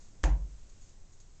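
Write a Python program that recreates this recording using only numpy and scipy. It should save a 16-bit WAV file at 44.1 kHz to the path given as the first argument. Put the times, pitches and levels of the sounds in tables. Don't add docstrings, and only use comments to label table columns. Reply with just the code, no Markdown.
import sys
import numpy as np
from scipy import signal
from scipy.fft import rfft, irfft
from scipy.io import wavfile

SR = 44100
rng = np.random.default_rng(int(sys.argv[2]) if len(sys.argv) > 2 else 0)


def wrap_up_sound(samples):
    columns = np.atleast_2d(samples).T
    tamed = np.clip(columns, -1, 1)
    steps = np.round(tamed * 32767).astype(np.int16)
    wavfile.write(sys.argv[1], SR, steps)


N = 61739

HIT_S = 0.2335


def amp(db):
    return 10 ** (np.asarray(db) / 20)


def unit(x):
    return x / np.sqrt(np.mean(x ** 2) + 1e-20)


def read(points, hz):
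    f, value = np.transpose(points)
    return np.interp(np.log(hz + 1), np.log(f + 1), value)


def since(start):
    return np.maximum(np.arange(N) / SR - start, 0)


def fade(t, t60):
    return np.exp(-np.log(1000) * t / t60)


def noise(colour):
    hz = np.fft.rfftfreq(N, 1 / SR)
    spectrum = rfft(rng.standard_normal(N)) * amp(read(colour, hz))
    return unit(irfft(spectrum, N))


def drift(rate_hz):
    hz = np.fft.rfftfreq(N, 1 / SR)
    lowpass = (hz > 0) * np.exp(-(hz / rate_hz) ** 2)
    return unit(irfft(rfft(rng.standard_normal(N)) * lowpass, N))


def background():
    # f/Hz, relative level per hertz/dB
    rumble_colour = [(10, 2.5), (25, 3.5), (45, -11.5), (95, -13), (150, -21), (280, -26), (550, -32),
                     (1000, -37.5), (2500, -45), (8000, -70)]
    # f/Hz, relative level per hertz/dB
    hiss_colour = [(500, -8.5), (3000, -6), (5000, -3), (6600, 2.5), (7500, -0.5), (8000, -10.5),
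                   (8500, -8.5), (9000, -45)]
    # t/s, rms level/dB before the waver
    hiss_course = [(0, -67), (.36, -70), (.52, -68), (.9, -67.5), (1.04, -70.5), (1.4, -70)]
    # f/Hz, rms level/dB
    whine_tones = [(7597, -90.5), (7656, -79.5)]
    rumble_start_db, rumble_sag_db_per_s = -49, -2
    waver_db, waver_hz = 0.45, 8

    t = since(0)
    rumble = amp(rumble_start_db + rumble_sag_db_per_s * t) * noise(rumble_colour)
    hiss_db = np.interp(t, *np.transpose(hiss_course)) + waver_db * drift(waver_hz)
    hiss = amp(hiss_db) * noise(hiss_colour)
    whine = 0
    for hz, db in whine_tones:
        cycles = hz * t + rng.random()
        whine = whine + amp(db) * np.sqrt(2) * np.sin(2 * np.pi * cycles)
    return rumble + hiss + whine


def sleeve():
    # start t/s, rise/s, t60/s, level/dB
    rustles = [(.002, 0.0024, 0.45, -64), (.688, 0.013, 0.051, -61), (.805, 0.013, 0.34, -63.5),
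               (.890, 0.0042, 0.062, -64), (1.115, .015, .15, -65), (1.2011, .0005, 0.12, -58.5)]
    # f/Hz, relative level per hertz/dB
    cloth_colour = [(500, -18.5), (3000, -17.5), (4600, -6.5), (5600, -11), (6700, 5.5), (7600, -5.5),
                    (8800, -28.5)]

    shape = 0
    for start, rise, t60, db in rustles:
        attack = np.minimum(since(start) / rise, 1)
        shape = shape + amp(db) * attack * fade(since(start + rise), t60)
    return shape * noise(cloth_colour)


def crunch():
    # f/Hz, relative level per hertz/dB
    crunch_colour = [(200, -22), (900, 10.5), (2500, 12), (4500, 3), (6700, 11.5), (8000, 4), (9000, -44)]
    level_db, rise_s, length_s = -37.5, 0.00053, 0.014
    grain_depth, grain_hz = 0.66, 720

    t = since(HIT_S)
    shape = np.minimum(t / rise_s, 1) * np.exp(-(t / length_s) ** 4)
    grain = 1 + grain_depth * drift(grain_hz)
    return amp(level_db) * shape * grain * noise(crunch_colour)


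def wall():
    # f/Hz, level/dB before swell and decay, t60/s, swell/s
    wall_modes = [(45.98, -14, 0.59, 0.017), (55.68, -16.5, 0.53, 0.028), (83.2, -38.5, 0.71, .01),
                  (130.9, -30.5, 0.51, 0.038), (153.7, -32, 0.49, 0.034), (172.5, -38.5, 0.5, 0.031),
                  (209, -49.5, 0.56, 0.051), (297.4, -28, 0.19, .03), (312.8, -28.5, 0.14, 0.021),
                  (536, -31.5, 0.14, 0.0099)]
    lag_s = 0.00049

    t = since(HIT_S + lag_s)
    boom = 0
    for hz, db, t60, swell in wall_modes:
        envelope = (1 - np.exp(-t / swell)) * fade(t, t60)
        boom = boom + amp(db) * envelope * np.sin(2 * np.pi * hz * t)
    return -boom


def room():
    # f/Hz, relative level per hertz/dB
    echo_colour = [(100, 0.5), (245, -6.5), (310, 1.5), (420, -6.5), (560, 1), (720, 1), (950, 5.5),
                   (1250, -7), (1750, -4), (2200, -7), (3100, -15.5), (4000, -19), (5300, -18.5),
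                   (6800, -7.5), (7800, -23.5), (9000, -39.5)]
    # f/Hz, t60/s
    echo_t60 = [(100, 0.68), (300, 0.52), (900, 0.32), (2000, 0.26), (4000, 0.25), (7000, .19)]
    level_db, lag_s, rise_s = -33, 0.0039, 0.0078

    start = HIT_S + lag_s
    hz, t, bands = signal.stft(noise(echo_colour), SR, nperseg=512)
    bands = bands * fade(np.maximum(t - start, 0), read(echo_t60, hz)[:, None])
    tail = signal.istft(bands, SR)[1][:N]
    return amp(level_db) * (1 - np.exp(-since(start) / rise_s)) * tail


def knock():
    # f/Hz, relative level/dB, t60/s
    knock_modes = [(492, -11.5, 0.06), (1218, -4, 0.02), (1480, 1.5, .01), (1720, 1.5, 0.015),
                   (3144, -9.5, 0.02), (4160, -15, 0.0034), (6800, -22.5, .006)]
    stop_s, peak_db = 0.0055, -17

    t = since(HIT_S + stop_s)
    ring = 0
    for hz, db, t60 in knock_modes:
        ring = ring + amp(db) * fade(t, t60) * np.sin(2 * np.pi * hz * t)
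    return amp(peak_db) * ring / abs(ring).max()


def flight():
    # t/s, level/dB before rise and decay
    slaps = [(0.2472, -44), (0.248, -41), (0.253, -38.5), (.2600, -52)]
    # f/Hz, relative level per hertz/dB
    slap_colour = [(1000, -32), (4800, -14.5), (6200, 5), (6900, 4), (7600, -11), (9000, -48)]
    rise_s, t60_s = 0.0009, 0.012

    shape = 0
    for start, db in slaps:
        t = since(start)
        shape = shape + amp(db) * np.minimum(t / rise_s, 1) * fade(t, t60_s)
    return shape * noise(slap_colour)


def scene():
    surroundings = background() + sleeve()
    hit = crunch() + wall() + knock() + flight()
    return (surroundings + hit + room())[None]


def record(dry):
    edge_hz = 8950
    taps = signal.firwin(511, edge_hz, window=("kaiser", 9), fs=SR)
    return signal.oaconvolve(dry, taps[None], "same")


dry = scene()
out = record(dry)
wrap_up_sound(out)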